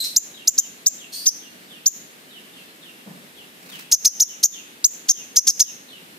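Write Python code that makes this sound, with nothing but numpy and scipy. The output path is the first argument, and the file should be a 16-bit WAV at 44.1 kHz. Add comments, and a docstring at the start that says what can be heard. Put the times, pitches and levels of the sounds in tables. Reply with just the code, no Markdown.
"""A town hums and far birds twitter around a narrow lane. Close by, a caged sunbird wheezes on a slack
membrane, then chirps: fast arches of pitch, sung by both sides of its syrinx. A distant bird joins with
falling peeps. The sunbird wheezes again between chirps, pauses, and at three seconds flits up and back
to its perch before a quicker run of chirps. An automatic gain control ducks at every chirp and swells
back with the echo of the lane."""
import sys
import numpy as np
from scipy import signal
from scipy.fft import rfft, irfft
from scipy.io import wavfile
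from scipy.ndimage import uniform_filter1d, minimum_filter1d

SR = 44100
rng = np.random.default_rng(int(sys.argv[2]) if len(sys.argv) > 2 else 0)


def wav_out(sig):
    """Save sig, one row per channel (or a flat mono array), as 16-bit PCM at SR to the path in sys.argv[1]."""
    wavfile.write(sys.argv[1], SR, np.round(np.clip(np.atleast_2d(sig).T, -1, 1) * 32767).astype(np.int16))


N = 272538
FREQS = np.maximum(np.arange(N // 2 + 1) * SR / N, 1)


def from_db(db):
    """Decibels to gain."""
    return 10 ** (np.asarray(db) / 20)


def rms_one(x):
    """Scale to unit rms."""
    return x / np.sqrt(np.mean(x ** 2) + 1e-20)


def at_hz(points, hz):
    """Read a curve on a log-frequency axis."""
    return np.interp(np.log(hz), *np.transpose([(np.log(f), v) for f, v in points]))


def add(out, start_s, sound):
    """Mix a sound in at a time."""
    start = max(round(start_s * SR), 0)
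    out[..., start:start + sound.shape[-1]] += sound[..., :N - start]


def flutter(size, hz):
    """Random motion up to a given rate, at unit rms."""
    lowpass = signal.butter(2, hz, fs=SR, output="sos")
    return rms_one(signal.sosfilt(lowpass, rng.standard_normal(size)))


def ramp(x):
    """Smooth step from 0 to 1."""
    return np.sin(np.pi / 2 * np.clip(x, 0, 1)) ** 2


# Stereo image of the noise beds. Each row: frequency in Hz, correlation between the ears.
EAR_LIKENESS = [(60, 0.86), (170, 0.894), (350, 0.69), (700, 0.23), (1400, -0.63), (3000, 0.162),
                (12000, -0.044)]
def stereo_noise(spectrum):
    """Coloured noise at unit rms, centred in the bass and wide above it."""
    mid, side = rfft(rng.standard_normal((2, N))) * from_db(at_hz(spectrum, FREQS))
    alike = np.clip(at_hz(EAR_LIKENESS, FREQS), -1, 1)
    return rms_one(irfft(np.sqrt(1 + alike) * mid + np.sqrt(1 - alike) * np.array([side, -side]), N))


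# Tone colour of the town's hum. Each row: frequency in Hz, relative level in dB.
TOWN_SPECTRUM = [(30, -43), (53, -36), (75, -18), (120, -14), (165, -2.5), (252, -0.5), (666, -9),
                 (1040, -12), (1760, -7), (2290, -9), (2750, -9), (6550, -17.5), (7670, -16.5),
                 (14400, -16.5), (16000, -39)]
def town_hum(db=-46, waver_db=.5):
    """A low bed of town noise whose level wavers slightly."""
    return from_db(db + waver_db * flutter(N, hz=9.7)) * stereo_noise(TOWN_SPECTRUM)


def far_twitters(per_s=12, length_s=.038, range_hz=(2890, 4700), faintest_db=-56.25, spread_db=7):
    """Small birds twitter at random, each short note sliding between two pitches."""
    out = np.zeros(N)
    progress = np.linspace(0, 1, int(length_s * SR))
    for when, first, last, loud in rng.random((int(per_s * N / SR), 4)):
        pitch = np.interp(first + (last - first) * progress, (0, 1), range_hz)
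        level = from_db(faintest_db + spread_db * loud) * np.sin(np.pi * progress)
        add(out, when * (N - 1) / SR, level * np.sin(2 * np.pi * np.cumsum(pitch) / SR))
    return out


# A slack membrane slaps shut, a taut one swings smoothly.
# Each row: pitch in Hz, step from one harmonic to the next in dB.
HARMONIC_STEPS = [(2000, 4.5), (3500, -4.5), (5000, -4), (7000, -8.5)]
# Resonance of the throat and open beak. Each row: frequency in Hz, gain in dB.
THROAT_EQ = [(700, -36.5), (1500, -29), (3000, -24), (4000, -15.5), (5500, -6), (6500, -0.5), (7300, -11),
             (8200, -14), (10000, -16), (12500, -18), (13800, -8), (15500, -30.5)]
def syrinx(hz, rasp, waver, jitter, hiss, gape_db, lead_s=0, damping_db=0):
    """One membrane heard through the throat, roughened by uneven cycles and air torn at each opening."""
    size = len(hz)
    hz = hz * (1 + waver * flutter(size, hz=500))
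    phase = 2 * np.pi * np.cumsum(hz) / SR + jitter * rasp * flutter(size, hz=1200)
    step_db = at_hz(HARMONIC_STEPS, hz)
    tone = sum(from_db(step_db * (k - 1)) * ramp((SR / 2 - k * hz) / 3000) * np.sin(k * phase)
               for k in range(1, 5))
    opening = (1 + np.sin(phase)) / 2
    breath = hiss * np.minimum(rasp, 1) * rng.standard_normal(size) * opening
    f = np.maximum(np.arange(size + 1) * SR / (2 * size), 1)
    beak_db = gape_db * ramp((f - 7500) / 4000)   # a wider beak lets out more of the top octave
    slack_db = damping_db * np.exp(-((f - 6500) / 2000) ** 2)   # a slack throat rings less
    colour = from_db(at_hz(THROAT_EQ, f) + beak_db - slack_db)
    ear_delay = np.exp(1j * np.pi * f * lead_s * np.array([[1], [-1]]))
    return irfft(rfft(tone + breath, 2 * size) * colour * ear_delay)[:, :size]


# The sunbird's two wheezy calls, the first broken into two notes. 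Each row: start in seconds,
# length in seconds, starting pitch in Hz, final pitch in Hz, level in dB, rasp in dB.
WHEEZE_NOTES = [(0, 0.0375, 4215, 3810, -3, -22), (0.039, 0.0225, 4085, 4250, -5.5, -4.5),
                (1.117, .145, 4196, 4775, -14.5, -10.5)]
def wheezes(attack_share=.13, release_s=.005, fade_db=-12.5, rasp_fade_db=-6.5):
    """A slack membrane gives a hoarse, wavering note that swells, then fades as its pitch settles."""
    out = np.zeros((2, N))
    for start_s, length_s, start_hz, end_hz, db, rasp_db in WHEEZE_NOTES:
        progress = np.linspace(0, 1, int(length_s * SR))
        pitch = start_hz + (end_hz - start_hz) * np.sin(np.pi / 2 * progress)
        gate = ramp(progress / attack_share) * ramp((1 - progress) * length_s / release_s)
        pressure = gate * from_db(db + fade_db * progress)
        rasp = from_db(rasp_db + rasp_fade_db * progress)
        note = syrinx(pitch, rasp, waver=.032, jitter=2.1, hiss=.6, gape_db=-2.5, damping_db=11)
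        add(out, start_s, pressure * note)
    return out


def pitch_arch(ms, crest_ms, crest_hz, droop_hz, knee_hz=4000, climb_hz_per_ms=270):
    """Membrane tension shoots up through a knee at 0 ms, rounds off at the crest and relaxes."""
    lead_in = climb_hz_per_ms * np.minimum(ms, 0)
    below_crest = (crest_hz - knee_hz) * np.clip(1 - ms / crest_ms, 0, 1) ** 2.1
    droop = droop_hz * (np.maximum(ms - crest_ms, 0) / 10) ** 1.3
    return np.maximum(crest_hz + lead_in - below_crest - droop, knee_hz / 3)


# The sunbird's chirps. Each row: time of the knee in seconds, level in dB, body length in ms, crest
# pitch in Hz, droop 10 ms past the crest in Hz, harshness from 0 to 1, left ear's lead in microseconds.
CHIRP_NOTES = [ (.1624, 1, 25, 7220, 201, 0, -12), (0.4751, 1.5, 24, 7250, 300, 0.02, -13),
               (0.5801, -1, 23.9, 7130, 200, 0, 28.5), (.8624, 1.5, 26.6, 7390, 200, 0, 56),
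               (1.265, 0.5, 32, 6450, 500, 0.74, 65.5), (1.8606, 1.5, 25, 7160, 790, 0.08, 54),
               (3.9226, 2.5, 32.5, 6730, 465, 0.78, -12), (4.0547, 3, 31.8, 6540, 450, 0.77, -12),
               (4.2019, -0.5, 38.6, 6955, 615, 0.37, -11), (4.4355, 3, 29.9, 7060, 680, 0.57, 11),
               (4.8434, 2.5, 27.3, 7240, 250, 0, -47), (5.0919, 2, 29.7, 6780, 606, 0.66, 32),
               (5.3669, 2, 32.6, 6660, 438, 0.68, -22.5), (5.478, 2.5, 34.5, 6740, 620, .95, 28),
               (5.6028, 2, 30, 6670, 795, 0.82, -26)]
def chirps(release_ms=10.6, onset_rasp_db=6, low_joins_ms=5, low_swells_ms=11):
    """The high voice leads, rough until it settles; the low one joins near the crest and beats with it."""
    out = np.zeros((2, N))
    for knee_s, db, length_ms, crest_hz, droop_hz, harshness, ear_us in CHIRP_NOTES:
        def clear_to_harsh(clear, harsh):
            return clear + (harsh - clear) * harshness

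        lead_in_ms = clear_to_harsh(1.493, 10)
        ms = np.arange(-lead_in_ms - 1.5, length_ms + 2, 1000 / SR)
        crest_ms = (crest_hz - 5050) / 139   # a higher crest takes longer to reach
        high_hz = pitch_arch(ms, crest_ms, crest_hz, droop_hz)
        low_hz = pitch_arch(ms, 1.2 * crest_ms, crest_hz - clear_to_harsh(900, 1350), .4 * droop_hz)
        rasp = from_db(clear_to_harsh(-18.5, -7.5) + onset_rasp_db * (1 - ramp(ms / 4)))
        high, low = [syrinx(hz, rasp, waver=.004, jitter=1.1, hiss=1.9, gape_db=1.5, lead_s=ear_us / 1e6)
                     for hz in (high_hz, low_hz)]
        attack_ms = 1.86 * (lead_in_ms + 1)
        gate = ramp((ms - ms[0]) / attack_ms) * ramp((ms[-1] - ms) / release_ms)
        climb_db = clear_to_harsh(-6.5, 3.5)   # pressure on the climb, against that at the crest
        pressure = gate * from_db(db + climb_db * (.5 - ramp(ms / crest_ms)))
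        high_gain = from_db(clear_to_harsh(3, -.5) * (np.maximum(ms, 0) / length_ms) ** 2)
        low_gain = from_db(clear_to_harsh(-12, -6.5)) * ramp((ms - low_joins_ms) / low_swells_ms)
        add(out, knee_s + ms[0] / 1000, pressure * (high_gain * high + low_gain * low))
    return out


# The distant bird's peeps. Each row: start in seconds, level sent to the echo in dB.
PEEP_NOTES = [(.33, -42), (.575, -47), (0.968, -42.5), (1.375, -46), (1.669, -43.5), (2.29, -45.5),
              (2.519, -46.5), (2.8, -44.5), (3.335, -46.5), (3.691, -42), (4.235, -45.5), (4.51, -41),
              (5.106, -41), (5.61, -42.5), (5.874, -41)]
def far_peeps(start_hz=3950, end_hz=2620, length_s=.105, pitch_spread=.0253, length_spread=.1425):
    """Thin falling whistles, no two quite alike, made unsteady by the long way they travel."""
    out = np.zeros(N)
    for (start_s, db), (higher, longer) in zip(PEEP_NOTES, rng.uniform(-1, 1, (len(PEEP_NOTES), 2))):
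        size = int(length_s * (1 + length_spread * longer) * SR)
        progress = np.linspace(0, 1, size)
        glide = end_hz + (start_hz - end_hz) * (1 - progress) ** 1.7
        pitch = glide * (1 + pitch_spread * higher) * (1 + .035 * flutter(size, hz=200))
        gate = ramp(progress / .1) * ramp((1 - progress) / .21)
        level = gate * from_db(db + 3.5 * flutter(size, hz=60))
        add(out, start_s, level * np.sin(2 * np.pi * np.cumsum(pitch) / SR))
    return out


# Tone colour of brushing feathers. Each row: frequency in Hz, relative level in dB.
FEATHER_SPECTRUM = [(590, -35.5), (1000, -4.5), (2710, -1), (3300, -29), (3710, -3.5), (11600, -12),
                    (16000, -9)]
# The flit up and the flit back. Each row: start in seconds, length in seconds, air puff level in dB,
# its change over the flight in dB, feather rustle level in dB, its change in dB.
FLITS = [(3.082, 0.194, -38, -15.5, -70, 3), (3.63, 0.193, -53, 5, -51, 10.5)]
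def wings(wingbeat_s=.033, puff_s=.017, rustle_rise_s=.018, rustle_fall_s=.038, uneven_db=2.5):
    """Each steady wingbeat pushes a soft puff of air and brushes the feathers together."""
    t = np.arange(N) / SR
    puff, rustle = np.zeros((2, N))
    for start_s, length_s, puff_db, puff_change_db, rustle_db, rustle_change_db in FLITS:
        for beat_s in np.arange(0, length_s, wingbeat_s):
            age = t - start_s - beat_s
            puff += from_db(puff_db + puff_change_db * beat_s / length_s) * np.exp(-(age / puff_s) ** 2)
            brush = ramp(1 + age / rustle_rise_s) * np.exp(-np.maximum(age, 0) / rustle_fall_s)
            rustle += from_db(rustle_db + rustle_change_db * beat_s / length_s) * brush
    air = stereo_noise([(60, -54), (140, -8.5), (190, 4), (270, -9), (600, -13.5),
                        (1500, -23), (6000, -64)])
    feathers = from_db(uneven_db * flutter(N, hz=80)) * stereo_noise(FEATHER_SPECTRUM)
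    return puff * air + rustle * feathers


def lane_echo(x, early_db, late_db, early_t60, late_t60, build_s=.0045):
    """Dense reflections off the near walls, then a longer echo down the lane; different in each ear."""
    t = np.arange(SR) / SR
    response = 0
    for db, t60 in ((early_db, early_t60), (late_db, late_t60)):
        echoes = rng.standard_normal((2, SR)) * ramp(t / build_s) * from_db(-60 * t / t60)
        response = response + from_db(db) * rms_one(echoes) / np.sqrt(SR)
    return signal.fftconvolve(np.broadcast_to(x, (2, N)), response, axes=1)[:, :N]


# Stereo tilt on the sunbird's voice. Each row: frequency in Hz, left minus right in dB.
MIC_TILT = [(1500, .2), (4000, -1), (6500, 0), (9000, 3.5), (14000, 5)]
def mic_balance(x):
    """The right microphone is duller, so the top end leans left."""
    tilt_db = at_hz(MIC_TILT, FREQS) * np.array([[.5], [-.5]])
    return irfft(rfft(x) * from_db(tilt_db), N)


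def scene():
    """The near bird with its echo, the far birds heard by echo alone, the town and the wings."""
    sharp, hoarse = chirps(), wheezes()
    sharp_echo = lane_echo(sharp, early_db=-14, late_db=-19.5, early_t60=.095, late_t60=.49, build_s=.0033)
    hoarse_echo = lane_echo(hoarse, early_db=1, late_db=3, early_t60=.18, late_t60=.46)
    sunbird = mic_balance(sharp + sharp_echo + hoarse + hoarse_echo)
    far_calls = far_peeps() + far_twitters()
    far_birds = lane_echo(far_calls, early_db=-2.5, late_db=-2.5, early_t60=.2, late_t60=.8)
    return town_hum() + far_birds + sunbird + wings()


def gain_control(x, threshold_db=-13, release_db_per_s=170, hold_s=.011, attack_s=.0064):
    """The gain falls within milliseconds of a loud sound, waits, and climbs back steadily."""
    power = uniform_filter1d(np.mean(x ** 2, axis=0), size=44)
    over_db = np.maximum(10 * np.log10(np.maximum(power, 1e-12)) - threshold_db, 0)
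    hold = 2 * int(hold_s * SR / 2) + 1
    held_db = -minimum_filter1d(-over_db, hold, origin=hold // 2)
    recovery_db = release_db_per_s * np.arange(N) / SR
    cut_db = np.maximum.accumulate(held_db + recovery_db) - recovery_db
    pole = np.exp(-1 / (attack_s * SR))
    return x * from_db(-signal.lfilter([1 - pole], [1, -pole], cut_db))


def record(dry, ceiling=.85, cutoff_hz=15600):
    """Gain control ducks the mix, peaks that slip past it are rounded, then the top is cut."""
    ducked = gain_control(dry)
    rounded = ducked / (1 + (ducked / ceiling) ** 8) ** (1 / 8)
    return signal.sosfilt(signal.ellip(10, .2, 80, cutoff_hz, fs=SR, output="sos"), rounded)


dry = scene()
out = record(dry)
wav_out(out)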